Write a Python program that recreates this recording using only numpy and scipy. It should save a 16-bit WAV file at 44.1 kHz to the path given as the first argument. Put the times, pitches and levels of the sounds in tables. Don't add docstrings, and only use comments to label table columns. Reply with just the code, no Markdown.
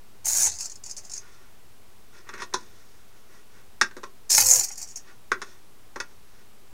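import sys
import numpy as np
from scipy import signal
from scipy.fft import rfft, irfft, next_fast_len
from scipy.io import wavfile
from scipy.ndimage import uniform_filter1d, map_coordinates

SR = 44100
rng = np.random.default_rng(int(sys.argv[2]) if len(sys.argv) > 2 else 0)


def wav_record(signal):
    frames = np.transpose(np.atleast_2d(signal))
    bounded = np.clip(frames, -1, 1)
    quanta = np.round(bounded * 32767).astype(np.int16)
    wavfile.write(sys.argv[1], SR, quanta)


N = 296777

# (f/Hz, density level/dB)
HISS = [(12, -26.5), (20, -16.5), (22, -9.5), (43, -22.5), (113, -18.5), (146, -30), (210, -22.5),
        (270, -28), (410, -24), (558, -31.5), (607, -29.5), (1150, -30.5), (1610, -34), (5380, -38.5),
        (16000, -42.5)]
HISS_DB = -56
# (t/s, whirr level/dB, dull side of the case level/dB re whirr, treble lift/dB)
RUNS = [
    [(.242, -54, -4, 0), (.25, -25.5, -9, 7), (.264, -21.5, -15, 11), (.36, -19, -15.5, 9.5),
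     (.43, -15, -15.5, 6.5), (.46, -13.5, -22, 3), (.478, -19.5, -13, 1), (.51, -45, 0.5, -4)],
    [(4.293, -40.5, -9, -6.5), (4.302, -17.5, -5.5, -1.5), (4.36, -13.5, -7, 3), (4.41, -16.5, -3, 8.5),
     (4.445, -24.5, -7, 11), (4.46, -15.5, -10, 4.5), (4.534, -12, -17, 2.5), (4.6, -20.5, -8, 3.5),
     (4.626, -31.5, -6, 4), (4.645, -22, -2, 7.5), (4.675, -46, -11, 0)],
]
# (power on t/s, power off t/s, top speed f/Hz in turns, commutator whine level/dB)
MOTOR_SPELLS = [(0.244, 0.459, 112, -64), (4.293, 4.565, 103.2, -51)]
START_SHARE = .6
SPIN_UP_S, COAST_S = 0.031, 0.17
WHINE_POWER = 4
# (t/s, peak level/dB)
JERKS = [(0.257, -19), (0.283, -9.5), (0.3285, -24.5), (0.367, -14), (0.403, -9), (0.4209, -17),
         (0.437, -13), (0.4667, -11), (0.4972, -22), (0.518, -24), (0.587, -22), (0.607, -15.5),
         (0.6264, -23), (0.6458, -29), (0.656, -19), (0.6978, -27.5), (0.7176, -29), (0.7566, -29),
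         (0.838, -28.5), (0.862, -24.5), (0.897, -24.5), (0.911, -21.5), (0.9663, -23.5), (1.05, -32),
         (1.0969, -28), (1.1169, -24.5), (1.1357, -21.5), (1.166, -31), (1.1767, -23), (4.303, -3),
         (4.3166, -5), (4.3267, -5), (4.3479, -2.5), (4.3782, -1), (4.4058, -4), (4.465, -6.5), (4.485, -8),
         (4.5106, -3), (4.5323, -6), (4.559, -6.5), (4.594, -13), (4.6078, -18), (4.637, -19),
         (4.6738, -31), (4.688, -23), (4.7183, -29.5), (4.7562, -28), (4.7779, -22.5), (4.8163, -21.5),
         (4.8265, -22), (4.8754, -37), (4.887, -36), (4.958, -25.5), (4.9723, -28)]
JERK_T60_S, TICK_T60_S = 0.034, .008
TURN_JOLT_DB, TURN_SCATTER_DB = -2.5, 1.5
# (f/Hz, width/Hz, level/dB over the case colour)
CASE_MODES = [(4540, 170, -0.5), (5030, 100, 0.5), (5700, 102.8, 4.5), (6150, 240, 1), (6530, 420, 0.5),
              (6900, 34, 3), (7120, 59, -1.5), (8000, 60, -0.5), (8420, 120, -12), (9300, 200, -1)]
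# (f/Hz, density level/dB)
CASE_COLOURS = [(2120, -41), (3600, 5), (3810, -6), (4540, -14.5), (5140, -12), (5430, -9), (5860, -11.5),
                (6350, -4), (7150, -2.5), (8150, -10.5), (9650, -13.5), (10800, -23.5), (12200, -23),
                (14900, -26.5), (16000, -33)], [(2120, -55), (3600, -8.5), (3900, -13), (4830, -15.5),
                (5570, -6.5), (5930, -8.5), (6600, -1.5), (7520, -5), (8470, -9.5), (9960, -11),
                (10900, -20.5), (12000, -15), (13900, -18.5), (15400, -21.5), (16000, -26.5)]
SECOND_S = 3
# (f/Hz, width/Hz, level/dB)
ARM = [(2505, 150, 0)]
# (f/Hz, density level/dB)
GROWL = [(150, -49.5), (250, -12), (387, -13), (511, -12), (568, -4.5), (734, 4), (959, 1), (1040, -5.5),
         (1140, -6.5), (1840, 1), (2070, 0), (3200, -8.5), (4160, -33.5), (7040, -120)]
GROWL_DB, GROWL_GROWS = -44.5, 0.78
# (start t/s, length t/s, whirr level/dB)
TWITCHES = [(0.513, 0.06, -36.5), (.595, .03, -31.5), (0.637, 0.032, -35.5), (.696, .035, -47),
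            (0.834, .08, -41.5), (0.969, 0.015, -33), (1.034, 0.036, -45), (1.096, 0.049, -43.5),
            (1.15, 0.02, -36.5), (4.672, 0.023, -36), (4.713, 0.018, -38.5), (4.772, 0.066, -36),
            (4.871, 0.053, -43.5), (4.96, 0.016, -36)]
TWITCH_RISE_S, TWITCH_T60_S, TWITCH_DULL_DB = .004, 0.087, -5.5
FIZZ_DB, FIZZ_GROWS = 4, .3
# (t/s, peak level/dB)
THUMPS = [(0.265, -30), (0.47, -22.5), (4.38, -7.5), (4.419, -18), (4.61, -30), (4.704, -33.5)]
# (middle t/s, half length t/s, f/Hz, glide/Hz per s, level/dB)
HUMS = [(0.309, 0.051, 92, 145, -54), (.4, 0.021, 150, 699, -60), (0.483, 0.019, 80, -300, -53),
        (4.438, 0.041, 97, 0.5, -54.5), (4.575, 0.016, 115, -2, -55)]
# (f/Hz, width/Hz, level/dB)
BASE = [(100, 110, -16), (304, 250, -19.5), (816, 88, 6), (890, 78, 3.5), (1070, 73, -12.5),
        (1440, 80, -4.5), (1740, 60, -7), (2130, 93, 0), (2540, 34, 0), (3000, 130, -11), (5300, 730, -8)]
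# (middle t/s, half length t/s, level/dB, hiss level/dB re stroke)
SLIDES = [(1.302, 0.12, -60, -2.5), (2.173, 0.03, -58.5, 0), (2.294, 0.021, -51.5, -12),
          (2.351, .015, -43.5, -13), (2.4, 0.013, -43.5, -9), (2.429, 0.015, -39.5, -6.5),
          (2.601, 0.034, -60.5, 2), (2.8, 0.19, -66, 1.5), (3.185, 0.026, -65, -4),
          (3.353, 0.043, -60, -2.5), (3.573, .04, -61, -4), (5.093, 0.029, -56.5, -3),
          (5.48, 0.061, -60, 1), (6.112, .04, -66.5, -1), (6.38, .06, -67, 0)]
# (f/Hz, width/Hz, level/dB)
DESK = [(89.5, 150, -14.5), (225, 34, -5), (373, 50, 2.5), (589, 86, -8.5), (938, 145, -2), (1156, 110, 1),
        (1386, 100, 2.5), (1462, 150, 1.5), (1594, 69, -4), (1694, 99.2, -8.5), (1866, 118, -1.5),
        (2214, 120, -7.5), (2560, 210, -10), (3480, 200, -1), (4170, 740, -6), (4660, 220, -2),
        (5300, 270, -0.5), (5925, 250, 1), (6640, 200, -0.5), (7620, 500, -13), (8540, 500, -10),
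        (10200, 1700, -20.5), (13500, 3000, -38)]
# (low f/Hz, high f/Hz)
DESK_BANDS = [(0, 700), (700, 1300), (1300, 3000), (3000, SR)]
# (t/s, peak level/dB, then level/dB re peak: boom, hollow, tick, first strike)
KNOCKS = [(2.2907, -31, -16, -2, -12, 1.5), (2.3382, -27.5, -15, -5, -16, -2),
          (2.379, -33, -21, -11, -16, 1), (2.4006, -40, -20, -6, -8, 2), (2.4198, -24.5, -12, 1, -10, -11),
          (2.527, -37, -4, -1, -22, -3), (2.538, -18, -9.5, -2.5, -5.5, -12), (2.542, -24, -4, 8.5, -6, 1),
          (3.813, -5.5, -15.5, -6.5, -11, 2.5), (3.821, -30.5, -18, -21, -23, -7),
          (3.911, -33.5, -11, -10, -22, -5), (3.967, -36, 4, -2, -10, 3), (3.9747, -44.5, 1.5, 8.5, -9, -1),
          (4.0323, -35.5, 1, 5, -11, -3), (4.0372, -33.5, -10, -0.5, -7, -8),
          (5.3176, -12.5, -10.5, -4, -16.5, 3.5), (5.4172, -25, -6, -2, -10, -1),
          (5.422, -34.5, -20, 5, -5, -7), (5.9596, -25, -1.5, 3.5, -16, -1),
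          (6.0011, -19.5, -10, -7, -10.5, -4.5), (6.0078, -36, -11, 2.5, -20, 9.5)]
CHATTER_T60_S = 0.048
# (f/Hz, width/Hz, level/dB)
CLACK = [(1560, 360, 3.5)]
# (f/Hz, t60/s)
ROOM = [(200, 0.33), (600, 0.14), (1500, .14), (5000, .13), (12000, .09)]
TOP_HZ, OFFSET = 15900, -.0094


def amp(db):
    return 10 ** (np.asarray(db) / 20)


def unit(x):
    return x / np.sqrt(np.mean(x ** 2) + 1e-20)


def along(points, hz):
    f, v = np.transpose(points)
    return np.interp(np.log(hz + 1), np.log(f + 1), v)


def curves(tables):
    s, *cols = np.transpose(np.vstack(tables))
    t = np.arange(N) / SR
    on = sum((t >= rows[0][0]) & (t < rows[-1][0]) for rows in tables) > 0
    return [np.interp(t, s, c) for c in cols], uniform_filter1d(on * 1., size=100)


def filtered(x, response):
    m = next_fast_len(N + SR // 2)
    return irfft(rfft(x, m) * response(np.fft.rfftfreq(m, 1 / SR)), m)[..., :N]


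def ringing(modes):
    def one(f, centre, width, db):
        return amp(db) * 1j * f * width / (centre * centre - f * f + 1j * f * width)
    return lambda f: sum((-1) ** k * one(f, *mode) for k, mode in enumerate(modes))


def wobble(rate):
    knots = rng.standard_normal(int(N * rate / SR) + 4)
    return map_coordinates(knots, [np.arange(N) * rate / SR])


def swell(middle, half):
    return np.exp(-.5 * ((np.arange(N) / SR - middle) / half) ** 2)


def contacts(clumps_per_s, spread_db):
    return unit(rng.standard_normal(N) * amp(spread_db * wobble(clumps_per_s)))


def bursts(events, rise_s=0):
    out, t = np.zeros(N + SR), np.arange(1, SR // 5) / SR
    rise = 1 - np.exp(-t / max(rise_s, 1e-6))
    for s, db, t60 in events:
        out[round(s * SR):][:len(t)] += amp(db - 60 * t / max(t60, .004)) * rise
    return out[:N]


def steady_hiss():
    return amp(HISS_DB) * unit(filtered(rng.standard_normal(N), lambda f: amp(along(HISS, f))))


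def effort():
    (run_db, dull_db, fizz_db), on = curves(RUNS)
    t, gain = np.arange(N) / SR, on * amp(run_db)
    for s, length, db in TWITCHES:
        rise = np.clip((t - s) / TWITCH_RISE_S, 0, 1)
        gain = gain + rise * amp(db - 60 * np.clip(t - s - length, 0, 1) / TWITCH_T60_S)
    whirr_db = 20 * np.log10(gain + 1e-9)
    twitch_fizz_db = FIZZ_DB + FIZZ_GROWS * (whirr_db + 23)
    under_db = on * dull_db + (1 - on) * TWITCH_DULL_DB
    return whirr_db, under_db, on * fizz_db + (1 - on) * twitch_fizz_db


def shaft():
    t, turns_hz, whine = np.arange(N) / SR, np.zeros(N), np.zeros(N)
    for start, stop, top_hz, db in MOTOR_SPELLS:
        up = 1 - (1 - START_SHARE) * np.exp(-np.clip(t - start, 0, 9) / SPIN_UP_S)
        coast = np.exp(-np.clip(t - stop, 0, 9) / COAST_S) * (t < stop + COAST_S / 2)
        share = (t > start) * up * coast
        turns_hz = turns_hz + top_hz * share
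        whine = whine + amp(db) * share ** WHINE_POWER
    return turns_hz, uniform_filter1d(whine, size=400)


def strands(x, depth_db):
    z = signal.stft(x, nperseg=512)[2]
    field = uniform_filter1d(rng.standard_normal(z.shape), size=2, axis=0)
    field = uniform_filter1d(field, size=7, axis=1)
    return unit(signal.istft(z * amp(depth_db * unit(field)), nperseg=512)[1][:N])


def through_case(x):
    def ring(f):
        too_small_to_radiate_lower = 1 + (4150 / (f + 1)) ** 18
        return (1 + np.abs(ringing(CASE_MODES)(f))) / too_small_to_radiate_lower
    first, second = [unit(filtered(x, lambda f: amp(along(case, f)) * ring(f))) for case in CASE_COLOURS]
    return np.where(np.arange(N) < SECOND_S * SR, first, second)


def backlash(whirr_db, turn):
    luck = rng.standard_normal(200)
    each = np.flatnonzero(np.diff(turn // (2 * np.pi)))
    per_turn = [(k / SR, whirr_db[k] + TURN_JOLT_DB + TURN_SCATTER_DB * z) for k, z in zip(each, luck)]
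    return list(JERKS) + per_turn


def gear_rattle(whirr_db, turns_hz, turn, jerks):
    runout = 1 + .5 * (turns_hz > 0) * np.cos(turn + 1.2 * wobble(37))
    teeth = through_case(strands(contacts(450, spread_db=2.0), depth_db=3))
    jolts = through_case(strands(contacts(700, spread_db=-0.5), depth_db=4.5))
    ticks = through_case(rng.standard_normal(N))
    jolt_gain = amp(-6.5) * bursts([(s, db, JERK_T60_S) for s, db in jerks], rise_s=0.0013)
    tick_gain = amp(-12.5) * bursts([(s, db, TICK_T60_S) for s, db in jerks])
    return runout * amp(whirr_db - 7.0) * teeth + jolt_gain * jolts + tick_gain * ticks


def case_balance(rattle, under_db, fizz_db, turns_hz):
    bright = amp(np.clip(fizz_db, -20, 12))
    top = filtered(rattle, lambda f: 1 / (1 + (10500 / (f + 1)) ** 12))
    facing = amp(np.clip(under_db + 12.5, -12, 12))
    under = filtered(rattle, lambda f: 1 / (1 + (f / 5600) ** 12))
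    deep = filtered(rattle, lambda f: 1 / (1 + (f / 4300) ** 24))
    resting = 1 - uniform_filter1d((turns_hz > 0) * 1., size=800)
    held_back = np.clip(.7 * resting, 0, 1) * facing * deep
    return rattle - held_back + (bright - 1) * top + (facing - 1) * under


def gear_growl(whirr_db):
    grind = strands(contacts(200, spread_db=2.5), depth_db=3.5)
    growl = unit(filtered(grind, lambda f: amp(along(GROWL, f))))
    return amp(GROWL_DB + GROWL_GROWS * (whirr_db + 19)) * (whirr_db > -90) * growl


def motor_whine(turn, whine_gain):
    waver = 5 * turn + .5 * wobble(45)
    tone = amp(3.3 * wobble(35)) * np.sin(waver)
    octave = .7 * amp(1.9 * wobble(30)) * np.sin(2 * waver)
    return amp(6.0) * whine_gain * (tone + octave)


def output_arm(jerks):
    ring = unit(filtered(rng.standard_normal(N), ringing(ARM)))
    return amp(-34.0) * bursts([(s, db, JERK_T60_S) for s, db in jerks]) * ring


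def servos():
    whirr_db, under_db, fizz_db = effort()
    turns_hz, whine_gain = shaft()
    turn = 2 * np.pi * np.cumsum(turns_hz) / SR
    jerks = backlash(whirr_db, turn)
    rattle = gear_rattle(whirr_db, turns_hz, turn, jerks)
    gears = case_balance(rattle, under_db, fizz_db, turns_hz) + output_arm(jerks)
    return gears + gear_growl(whirr_db) + motor_whine(turn, whine_gain)


def base_thumps():
    blows = bursts([(s, db + 14, .012) for s, db in THUMPS])
    return filtered(blows * rng.standard_normal(N), ringing(BASE))


def base_hum():
    t, hum = np.arange(N) / SR, np.zeros(N)
    for s, half, hz, glide, db in HUMS:
        cycles = (hz + .5 * glide * (t - s)) * (t - s)
        hum = hum + amp(db) * swell(s, half) * np.sin(2 * np.pi * cycles)
    return amp(6.0 + 2.7 * wobble(26)) * hum


def desk_modes(lo, hi):
    return ringing([m for m in DESK if lo < m[0] < hi])


def sliding():
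    slide = sum(amp(db) * swell(s, half) for s, half, db, _ in SLIDES) * amp(1.74 * wobble(25))
    hiss = sum(amp(db + hiss_db) * swell(s, half) for s, half, db, hiss_db in SLIDES)
    out = np.zeros(N)
    for (lo, hi), rub in zip(DESK_BANDS, [amp(-5) * slide, amp(-6.5) * slide, slide, hiss]):
        out = out + rub * unit(filtered(contacts(150, spread_db=2.0), desk_modes(lo, hi)))
    return out


def knocking():
    s, peak_db, boom, hollow, tick, strike_db = np.transpose(KNOCKS)
    at = np.round(s * SR).astype(int)
    push = np.zeros(N)
    push[at] = amp(peak_db + strike_db + 24.5)
    out = filtered(push, lambda f: ringing(CLACK)(f) ** 2)
    for (lo, hi), knock_db in zip(DESK_BANDS, [boom + 15, hollow + 11, 9.2, tick + 11]):
        chatter = bursts(zip(s, peak_db + knock_db, s * 0 + CHATTER_T60_S))
        blows = chatter * contacts(600, spread_db=2.0)
        blows[at] += amp(peak_db + knock_db + strike_db + 17.0)
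        out = out + filtered(blows, desk_modes(lo, hi))
    return out


def room(x):
    out, step = np.zeros(N + SR), SR // 4
    for k in range(0, N, step):
        hz, t, z = signal.stft(rng.standard_normal(SR // 3), SR, nperseg=256)
        decay = amp(-60 * t / along(ROOM, hz)[:, None])
        tail = signal.istft(z * decay, SR, nperseg=256)[1]
        wet = signal.fftconvolve(x[k:k + step], tail / np.linalg.norm(tail))
        out[k + 130:][:len(wet)] += wet
    return out[:N]


def scene():
    hiss = steady_hiss()
    gears = servos() + base_thumps() + base_hum()
    desk = sliding() + knocking()
    return (gears + desk + room(amp(-7.5) * gears + amp(-8.5) * desk) + hiss)[None]


def record(dry):
    rounded = dry / (1 + np.abs(dry / .8) ** 4) ** .25
    return filtered(rounded, lambda f: 1 / (1 + (f / TOP_HZ) ** 160)) + OFFSET


dry = scene()
out = record(dry)
wav_record(out)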